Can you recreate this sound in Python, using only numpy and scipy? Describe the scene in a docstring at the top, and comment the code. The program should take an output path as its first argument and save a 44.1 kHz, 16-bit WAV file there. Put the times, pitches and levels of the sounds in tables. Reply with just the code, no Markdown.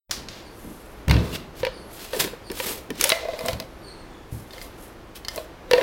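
"""A plastic tub is picked up from a table, unscrewed, tilted and closed again, close by in a small bare room.
Each knock makes the thin plastic click and the air inside ring with a hollow note. Fingers and
screw threads rub, the table top booms, and something light ticks inside the tilted tub.
Behind it are dull room noise, a faint hum, a few far clicks and some thin, high chirps."""
import sys
import numpy as np
from scipy import signal
from scipy.fft import rfft, irfft, next_fast_len
from scipy.io import wavfile
from scipy.ndimage import map_coordinates

SR = 44100
rng = np.random.default_rng(int(sys.argv[2]) if len(sys.argv) > 2 else 0)


def unload_audio(sound):
    """Save the sound as a 16-bit wav file, at the path given as the first command line argument."""
    columns = np.transpose(np.atleast_2d(sound))
    # keep every value between -1 and 1, then stretch to whole-number steps
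    steps = np.round(np.clip(columns, -1, 1) * 32767)
    wavfile.write(sys.argv[1], SR, steps.astype(np.int16))


N = 256662

# how far the tub is open: (time [s], share open [0-1])
OPENING = [(3.08, 0.28), (3.14, 1), (5.6, 0.98), (5.7, 0.48)]
# tone colours of a fine hiss and of a dry snap: (frequency [Hz], level [dB])
HISS = [(3000, -1.5), (6000, -4), (8000, -1), (11000, 0.5), (13500, 0), (16000, -4)]
SNAP = [(400, -32), (1000, -6.5), (2500, -6.5), (4500, -0.5), (5800, -1), (8000, -9), (16000, -13)]


def amp(db):
    """Turn decibels into a gain."""
    return 10 ** (np.asarray(db) / 20)


def fade(t, t60):
    """A gain that dies away; t60 is the time in seconds it takes to drop by 60 dB."""
    return amp(-60 * t / t60)


def unit(x):
    """Scale x to an average strength (rms) of 1."""
    return x / np.sqrt(np.mean(x ** 2) + 1e-20)


def along(points, hz):
    """Read between (frequency, value) points on a log axis."""
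    freqs, values = np.transpose(points)
    return np.interp(np.log(hz + 1), np.log(freqs), values)


def curves(rows):
    """One value per sample for each column after the time."""
    times, *columns = np.transpose(rows)
    return [np.interp(np.arange(N) / SR, times, column) for column in columns]


def wobble(rate):
    """A smooth random curve through rate points a second."""
    return map_coordinates(rng.standard_normal(int(N * rate / SR) + 4), [np.arange(N) * rate / SR])


def fuzzy(hz, width_hz):
    """Narrow noise around a steady or gliding pitch."""
    phase = 2 * np.pi * np.cumsum(hz * np.ones(N)) / SR
    return wobble(width_hz) * np.sin(phase) + wobble(width_hz) * np.cos(phase)


def filtered(x, response):
    """Give each frequency in x the gain response(hz)."""
    size = next_fast_len(len(x) + 4096)
    return irfft(rfft(x, size) * response(np.fft.rfftfreq(size, 1 / SR)), size)[:len(x)]


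def coloured(x, spectrum):
    """Give x a tone colour, at rms 1."""
    return unit(filtered(x, lambda hz: amp(along(spectrum, hz))))


def resonant(x, peaks):
    """Pass x through a few resonances of alternating sign, at rms 1."""
    def response(hz):
        return sum((-1) ** k * amp(db) * 1j * hz * width / (centre ** 2 - hz ** 2 + 1j * hz * width)
                   for k, (centre, width, db) in enumerate(peaks))
    return unit(filtered(x, response))


def add(track, s, sound):
    """Mix a sound into the track at s seconds."""
    part = track[max(round(s * SR), 0):][:len(sound)]
    part += sound[:len(part)]


def swell(s, rise, hold, fall):
    """Gain of a hand movement: it speeds up until s, holds and dies; rise and fall each span 20 dB."""
    t = np.arange(N) / SR - s
    return amp(-20 * (np.maximum(-t, 0) / rise + np.maximum(t - hold, 0) / fall))


def ring(modes, t, scatter_db):
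    """A struck object's own notes (modes) fade, each at a new strength for every blow."""
    return sum(amp(db + scatter_db * rng.standard_normal()) * fade(t, t60) * np.sin(2 * np.pi * hz * t)
               for hz, db, t60 in modes)


def struck(modes):
    """Ringing plastic, at rms 1 over its first 4 ms."""
    x = ring(modes, np.arange(SR // 6) / SR, scatter_db=3)
    return x / np.sqrt(np.mean(x[:SR // 250] ** 2))


def burst(spectrum, t60, hold_s=0.00096):
    """A crack that holds while the bending wave runs around the shell, then dies."""
    t = np.arange(SR // 6) / SR
    x = coloured(rng.standard_normal(len(t)), spectrum) * fade(np.maximum(t - hold_s, 0), t60)
    return x / np.sqrt(np.sum(x ** 2) / (SR // 250))  # the energy of 4 ms at rms 1


def background(noise_db=-42, drift_db=0.7548, hiss_db=-65):
    """Dull room noise, a faint, slightly unsteady hum and the microphone's own hiss."""
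    # tone colour of the room noise, and the notes of the hum: (frequency [Hz], level [dB])
    noise_colour = [(12, -32), (20, 1), (63, -7.5), (86, -16), (222, -16.5), (335, -14), (1100, -22.5),
                    (3160, -33.5), (6180, -41.5), (16000, -71.5)]
    hum_notes = [(110, -59.5), (334, -57.5)]
    t = np.arange(N) / SR
    hum = sum(amp(db) * np.sqrt(2) * np.sin(2 * np.pi * hz * t + .5 * wobble(5.5))
              for hz, db in hum_notes)
    hiss = amp(hiss_db) * coloured(rng.standard_normal(N), HISS)
    noise = amp(noise_db + drift_db * wobble(4.1964)) * coloured(rng.standard_normal(N), noise_colour)
    return hum + hiss + noise


def room_tail(build_s=0.002):
    """Bare walls echo within a few milliseconds; the treble dies before the middle notes."""
    # how long the room rings: (frequency [Hz], t60 [s])
    ring_times = [(150, 0.3), (600, 0.6533), (2500, 0.45387), (6000, 0.3482), (14000, 0.30335)]
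    hz, t, bands = signal.stft(rng.standard_normal(SR * 3 // 4), SR, nperseg=256)
    tail = signal.istft(bands * fade(t, along(ring_times, hz)[:, None]), SR, nperseg=256)[1]
    tail *= 1 - np.exp(-(np.arange(len(tail)) / SR / build_s) ** 2)
    return tail / np.linalg.norm(tail)


def room(x):
    """The bare room's short echo, drawn afresh every half second so it stays smooth."""
    out, step = np.zeros(N), SR // 2
    for i in range(0, N, step):
        add(out, i / SR, signal.fftconvolve(x[i:i + step], room_tail()))
    return out


def twitter(scatter_hz=650, bend_hz=300, scatter_db=3):
    """Quick runs of tiny, very high, bending notes; each run climbs and comes down again."""
    # (start [s], end [s], base pitch [Hz], climb [Hz], level [dB])
    runs = [(1.715, 1.9, 9500, 1900, -59), (3.67, 3.95, 9600, 2200, -61), (3.94, 4.22, 8700, 400, -67)]
    out, u = np.zeros(N), np.linspace(0, 1, SR // 30)  # u: progress through one note
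    for start, end, base_hz, climb_hz, db in runs:
        for place in np.linspace(0, 1, num=12):
            pitch, glide, bend, size = rng.standard_normal(4)
            centre_hz = base_hz + climb_hz * np.sin(np.pi * place) + scatter_hz * pitch
            hz = centre_hz + bend_hz * (glide * np.cos(np.pi * u) + bend * np.sin(np.pi * u))
            note = np.sin(np.pi * u) ** 2 * np.sin(2 * np.pi * np.cumsum(hz) / SR)
            add(out, start + place * (end - start), amp(db + scatter_db * size) * note)
    return out


def chirps(octave_db=-9.5, flutter_db=4):
    """Hoarse whistles, perhaps a bird outdoors, that swell while their pitch falls ever faster."""
    # (time [s], length [s], start pitch [Hz], end pitch [Hz], level [dB])
    calls = [(0.43, 0.065, 4700, 4330, -51.5), (1.705, 0.11, 4700, 4130, -46),
             (2.425, 0.076, 4700, 4300, -44), (3.8, 0.125, 4540, 4130, -46), (3.94, 0.1, 4400, 4200, -53),
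             (4.04, .19, 3500, 3430, -60)]
    out = np.zeros(N)
    waver_hz, flutter = 120 * wobble(750), flutter_db * wobble(182)
    for s, length, start_hz, end_hz, db in calls:
        u = np.linspace(0, 1, int(length * SR))
        now = round(s * SR) + np.arange(len(u))
        phase = 2 * np.pi * np.cumsum(start_hz + (end_hz - start_hz) * u ** 2 + waver_hz[now]) / SR
        whistle = np.sin(phase) + amp(octave_db) * np.sin(2 * phase)
        add(out, s, amp(db + flutter[now]) * np.sin(np.pi * u ** 1.4) * whistle)
    return out


def far_clicks(tail_db=-24.5):
    """Dry snaps from across the room, each with a long noisy echo."""
    # (time [s], level [dB], treble cut-off [Hz])
    clicks = [(0.1102, -22, 16000), (.113, -22, 16000), (.2858, -30, 6000)]
    out = np.zeros(N)
    for s, db, top_hz in clicks:
        sound = amp(tail_db) * coloured(room_tail(), SNAP)
        add(sound, 0, burst(SNAP, t60=0.018))
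        add(out, s, amp(db) * filtered(sound, lambda hz: 1 / np.hypot(1, (hz / top_hz) ** 2)))
    return out


def table_top(press_gain_db=-1, press_rise_s=.015):
    """The grabbed tub rocks on the table top, which booms; pressing hands add soft thuds."""
    # bumps on the table: (time [s], level [dB])
    bumps = [(1.079, -22), (1.092, -18), (1.107, -19), (1.137, -23), (1.152, -22), (1.61, -39),
             (3.532, -32), (4.325, -31)]
    # the table's own notes: (pitch [Hz], level [dB], t60 [s])
    modes = [(71, .5, 0.34), (112.5, 3.5, 0.28), (144, -3, 0.16), (252.74, -8, 0.1248)]
    # hands pressing on table and tub: (time [s], hold [s], fall [s], level [dB], bass cut-off [Hz])
    presses = [(.18, .02, .3, -42, 80), (.65, .07, 0.0648, -36.5, 130), (1.088, .085, .19, -21, 45),
               (1.31, .01, .35, -38, 60), (2.17, .06, 0.1388, -36, 210), (2.246, .005, .04, -29, 180),
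               (2.505, .005, 0.0459, -30.5, 200), (2.662, .04, 0.1305, -37.5, 200),
               (2.907, .005, 0.0538, -26, 180), (2.996, .01, 0.0026, -33, 220),
               (3.44, .05, 0.12, -36.5, 45), (3.54, .07, .1, -43.5, 30), (4.34, .02, 0.2437, -40, 50)]
    # tone colour of a thud: (frequency [Hz], level [dB])
    thud_colour = [(20, -23), (70, -1.5), (130, -3), (220, -1), (350, -10), (700, -24.5), (2000, -37),
                   (5000, -80)]
    out, t = np.zeros(N), np.arange(SR // 2) / SR
    for s, db in bumps:
        add(out, s, amp(db) * ring(modes, t, scatter_db=1))
    noise = coloured(rng.standard_normal(N), thud_colour)
    for s, hold, fall, db, low_hz in presses:
        thud = filtered(noise, lambda hz: hz ** 3 / np.hypot(hz ** 3, low_hz ** 3))
        out += amp(db + press_gain_db) * swell(s, press_rise_s, hold, fall) * thud
    return out


def brushing(grain_db=2):
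    """Dry skin brushes over plastic and table with a fine, high whisper."""
    # (time [s], rise [s], hold [s], fall [s], level [dB])
    brushes = [(.6, .155, .1, .55, -53), (1.93, .044, .04, .1, -47), (4.325, .035, .05, .16, -49.5),
               (4.62, .01, .015, .07, -45), (4.805, .06, .04, .12, -50)]
    # tone colour of sliding skin: (frequency [Hz], level [dB])
    skin_colour = [(700, -8), (7500, -2), (11400, 4), (16000, -6)]
    level = sum(amp(db) * swell(s, rise, hold, fall) for s, rise, hold, fall, db in brushes)
    return level * coloured(amp(grain_db * wobble(160)) * rng.standard_normal(N), skin_colour)


def scoop(ring_db=-2.5, ping_db=-4, ping_t60=.03):
    """Something light, probably a scoop, shifts and ticks in the tilted tub."""
    # (time [s], ring level [dB], snap level [dB], pitch of the spot that is hit [Hz])
    ticks = [(4.508, -41, -50, 3610), (4.534, -40, -48, 4320), (4.581, -38, -47, 2070),
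             (4.615, -36.5, -40, 2060), (5.249, -34, -39, 4360), (5.284, -24.5, -27, 5000)]
    # its own notes: (pitch [Hz], level [dB], t60 [s])
    modes = [(1820, -0.5, 0.045), (2098.3, -1, 0.06), (3083, 3, 0.017), (4400, 4.5, 0.03),
             (4850, 3, 0.02226)]
    out = np.zeros(N)
    for s, db, snap_db, hz in ticks:
        plastic = amp(ring_db) * struck(modes) + amp(ping_db) * struck([(hz, 0, ping_t60)])
        add(out, s, amp(db) * plastic + amp(snap_db) * burst(SNAP, t60=0.01983))
    return out


def free_rings(width_hz=170):
    """Plastic rings on when little damps it: the tub off the table, then the lid off the tub."""
    # (time [s], pitch [Hz], level [dB], t60 [s])
    rings = [(1.327, 2790, -39, .12), (3.1195, 2040, -28.5, .27)]
    out, t = np.zeros(N), np.arange(SR // 2) / SR
    for s, hz, db, t60 in rings:
        add(out, s, amp(db) * fade(t, t60) * fuzzy(hz, width_hz)[:len(t)])
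    return out


def lid_lift(width_hz=110):
    """The scraping lid stirs the air in the tub; the hollow note rises as the gap opens."""
    # (time [s], pitch [Hz], level [dB])
    glide = [(2.98, 260, -48), (3.018, 410, -29), (3.05, 560, -32), (3.09, 620, -40), (3.14, 650, -70)]
    hz, db = curves(glide)
    t = np.arange(N) / SR
    return amp(db) * fuzzy(hz, width_hz) * (t > glide[0][0]) * (t < glide[-1][0])


def rubbing(catches_per_s=3200, catch_share=0.3, grip_db=1.6, jolt_db=2.2,
            scrape_db=-1, hiss_db=3.5, hollow_db=-1, lid_db=-8):
    """Plastic slides with tiny catches; the friction also stirs the tub's air and rings the freed lid."""
    # fingers, tub and screw threads sliding:
    # (time [s], rise [s], hold [s], fall [s], scrape [dB], hiss [dB], hollow ring [dB])
    strokes = [(.31, .04, .05, .14, -50, -64, -66), (1.11, 0.0213, 0.08047, .25, -45, -58, -33.5),
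               (1.24, .12, 0.06454, .1, -47, -53, -42), (1.352, .06, .007, .022, -33, -41, -45),
               (1.57, 0.02086, 0.03943, 0.0665, -46, -50, -64.5),
               (2.015, 0.10466, .03, .1, -41, -45, -64.5), (2.16, .07, 0.08729, 0.05014, -38, -38, -35),
               (2.2, .015, .006, 0.032, -24, -25, -37), (2.58, 0.06778, 0.056, 0.0987, -41.5, -41, -52.5),
               (2.668, 0.12, 0.048, .09, -37, -34, -38), (2.785, .04, .005, .03, -49, -53, -44),
               (3.011, .05, .06, 0.1, -30, -37, -41), (3.125, .02, .025, .09, -36, -50, -33),
               (3.15, 0.05025, 0.2471, 0.0996, -46.5, -59, -39.5), (3.47, .14, .04, .08, -43, -45, -33.5),
               (4.54, .1, .1, 0.11, -51, -56, -50), (5.157, .009, .012, .03, -44, -45, -67),
               (5.362, .09, .01, 0.08856, -55, -46.5, -40), (5.74, 0.05891, 0.0771, .1, -48, -50, -29)]
    # tone colour of the scrape: (frequency [Hz], level [dB])
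    scrape_colour = [(300, -7), (1500, -2.5), (3500, 4.5), (5200, 1), (7500, -7.5), (16000, -57.5)]
    # resonances of the air in the closed and open tub, and of the lid: (pitch [Hz], width [Hz], level [dB])
    closed_air = [(335.66, 93, -9.5), (446.85, 86.24, -3), (494.44, 71.83, -5.5), (1029.2, 230, -15.5)]
    open_air = [(498.46, 32, 2), (659.63, 48, 2), (1011.8, 160, -13)]
    lid_peaks = [(1060, 160, -5), (1510, 120, -4), (2040, 90, 0), (3150, 450, -6), (3940, 400, -6)]
    power = sum(np.outer(amp(levels), swell(s, rise, hold, fall)) ** 2
                for s, rise, hold, fall, *levels in strokes)
    scrape_gain, hiss_gain, hollow_gain = np.sqrt(power + 1e-12)
    catches = unit((rng.random(N) < catches_per_s / SR) * rng.standard_normal(N))
    grip = amp(grip_db * wobble(160))

    def friction():
        return grip * (np.sqrt(catch_share) * catches + np.sqrt(1 - catch_share) * rng.standard_normal(N))

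    opening = curves(OPENING)[0]
    open_ring = resonant(friction(), open_air) + amp(lid_db) * resonant(friction(), lid_peaks)
    hollow = np.sqrt(1 - opening) * resonant(friction(), closed_air) + np.sqrt(opening) * open_ring
    # the scrape comes in jolts as the threads stick and slip
    scrape = amp(scrape_db) * coloured(friction() * amp(jolt_db * wobble(90)), scrape_colour)
    hiss = amp(hiss_db) * coloured(friction(), HISS)
    return scrape_gain * scrape + hiss_gain * hiss + hollow_gain * amp(hollow_db) * hollow


def tub_knocks(click_db=-0.7, wall_db=-8, dull_db=-13.5, ping_db=-7.5, air_db=7.5, lower_db=-5,
               ping_t60=0.024, closed_t60=0.064815, open_t60=0.065, smear_t60=0.055,
               air_rise_s=0.0021316, lower_ratio=.79, grip_detune=0.017):
    """Lid, tub and fingers meet: a crack, ringing plastic and a hollow note -> (direct, scattered)."""
    # the tub is grabbed; the lid turns, snaps free and at last lands back on the rim:
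    # (time [s], click [dB], sharp edge [dB], hollow knock [dB], air pitch [Hz], ping pitch [Hz])
    contacts = [ (1.082, -29, -34, -39.5, 586, 2185), (1.097, -23, -36, -40.5, 420, 3660),
                (1.1105, -16, -28, -48.5, 375, 2185), (1.14, -27, -59.5, -33, 466, 2260),
                (1.1655, -28, -61, -30, 400, 2594), (1.358, -31, -43, -45, 458, 3391),
                (1.632, -28, -55, -17, 513, 2228), (1.65, -24, -37, -31, 468, 2500),
                (1.6675, -26.5, -54, -20.5, 523, 2842), (2.133, -29, -52.5, -23.5, 532, 1259),
                (2.145, -35, -52, -25, 530, 1798), (2.164, -42, -39, -26, 437, 7450),
                (2.246, -31, -34, -28, 390, 1528), (2.275, -35.5, -55, -32.5, 520, 1033),
                (2.333, -48, -64, -32.5, 474, 1141), (2.5005, -34, -46, -28, 378, 5178),
                (2.516, -37, -32.5, -33, 468, 5146), (2.6004, -24.5, -50, -27, 528, 968),
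                (2.904, -31, -35, -27, 442, 3036), (3.0112, -20, -15, -34, 423, 6395),
                (3.0409, -17.5, -11.3, -38, 521, 9800), (3.056, -26.5, -41.5, -29, 543, 947),
                (3.0927, -21, -15.5, -59, 650, 9646), (3.1015, -17, -22, -31, 651, 3951),
                (3.1195, -13.5, -35, -19, 640, 2040), (3.229, -56.5, -61, -31, 640, 1060),
                (3.251, -40, -52, -26, 610, 1060), (3.285, -41, -45, -23, 665, 1510),
                (3.334, -37, -59.5, -29, 600, 1981), (3.391, -31.5, -37, -40, 640, 5017),
                (3.4084, -37, -39, -32, 640, 2060), (3.454, -36, -43, -25.5, 630, 1012),
                (3.4605, -50, -29, -33, 683, 8430), (3.484, -21.5, -26, -21, 662, 3100),
                (3.531, -30, -35, -42, 640, 3908), (3.6003, -30, -32, -33, 650, 4931),
                (3.622, -41, -50, -38, 650, 4200), (5.36, -42, -32, -36, 600, 12736),
                (5.3775, -32, -55, -25, 620, 958), (5.385, -48, -56, -30, 648, 1647),
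                (5.712, -19, -27, -14, 505, 1873), (5.734, -15, -29, -8.5, 493, 2734),
                (5.781, -29, -56, -13, 525, 1808), (5.812, -27, -49.5, -24, 472, 1722)]
    # own notes of the thin tub wall and of the freed lid: (pitch [Hz], level [dB], t60 [s])
    wall_modes = [(955.05, 0, 0.058), (1528.2, -7, 0.053), (1807.3, -4, 0.07), (2333.8, 6.5, 0.039),
                  (2736.5, 7.5, 0.027), (4438.5, -2, 0.03)]
    lid_modes = [(1053.2, 2.5, 0.04752), (2054.2, -6.5, 0.1), (2505, -5.5, 0.06965), (3022, 0, 0.074),
                 (4050, 8.5, 0.026), (4790.7, 11, 0.016)]
    # tone colours of the click and of its sharp edge: (frequency [Hz], level [dB])
    click_colour = [(300, -14.5), (900, 1.5), (2000, 6), (4500, 4), (5800, -8.5), (16000, -82.5)]
    edge_colour = [(2500, -59), (5500, 2.5), (7000, -3), (10500, -1.5), (13000, -4.5), (16000, -4.5)]
    direct, scattered = np.zeros(N), np.zeros(N)
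    t = np.arange(SR // 6) / SR
    for s, click, edge, knock, air_hz, ping_hz in contacts:
        is_open = np.interp(s, *np.transpose(OPENING)) > .5
        force_db = max(click, edge)
        # the changing grip shifts the notes a little from blow to blow
        modes = [(hz * (1 + grip_detune * rng.standard_normal()), db, t60)
                 for hz, db, t60 in (lid_modes if is_open else wall_modes)]
        # sharp clicks ring all the notes, dull knocks only the lowest
        plastic = amp(click + wall_db) * struck(modes) + amp(knock + dull_db) * struck(modes[:3])
        # the spot that is hit adds a short ping
        ping = amp(force_db + ping_db) * struck([(ping_hz, 0, ping_t60)])
        # the gap under the lid sets the air's pitch; the open tub adds a lower note
        phase = 2 * np.pi * air_hz * t
        notes = np.sin(phase) + is_open * amp(lower_db) * np.sin(lower_ratio * phase)
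        air = notes * fade(t, open_t60 if is_open else closed_t60) * (1 - np.exp(-t / air_rise_s))
        body = plastic + ping + amp(knock + air_db) * air
        click_gain, edge_gain = amp(click + click_db), amp(edge)
        crack = click_gain * burst(click_colour, t60=0.023) + edge_gain * burst(edge_colour, t60=0.014)
        # a light touch builds up more slowly than a hard snap
        rise_s = np.interp(force_db, [-42, -30], [.0008, 1 / SR])
        add(direct, s, body + crack * (1 - np.exp(-t / rise_s)))
        # hands and table smear the crack on its way into the room
        smear = click_gain * burst(click_colour, smear_t60) + edge_gain * burst(edge_colour, smear_t60)
        add(scattered, s, body / 2 + smear)
    return direct, scattered


def scene(chirp_direct_db=-4, chirp_room_db=-1.5, handling_room_db=-1):
    """The tub close by and the chirps far off, all in one room."""
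    # the nearer the tub, the less echo: (time [s], level sent into the room [dB])
    echo_levels = [(.3, 3.5), (1.1, -7.5), (3.0, -11.5), (5.8, -7.5)]
    knocks, scattered = tub_knocks()
    handling = rubbing() + brushing() + lid_lift() + free_rings() + scoop()
    far_chirps = chirps() + twitter()
    tub_to_room = (scattered + amp(handling_room_db) * handling) * amp(curves(echo_levels)[0])
    echo = room(tub_to_room + amp(chirp_room_db) * far_chirps)
    direct = knocks + handling + far_clicks() + table_top() + amp(chirp_direct_db) * far_chirps
    return (direct + echo + background())[None]


def record(dry, start_s=.095, ceiling=.95, low_hz=35, top_hz=16000):
    """The microphone opens after a moment, rounds off peaks and drops the deepest bass and top treble."""
    live = dry[0] * (np.arange(N) / SR > start_s)
    rounded = live / (1 + (live / ceiling) ** 6) ** (1 / 6)
    return filtered(rounded, lambda hz: hz ** 2 / np.hypot(hz ** 2, low_hz ** 2) * (hz < top_hz))[None]


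dry = scene()
out = record(dry)
unload_audio(out)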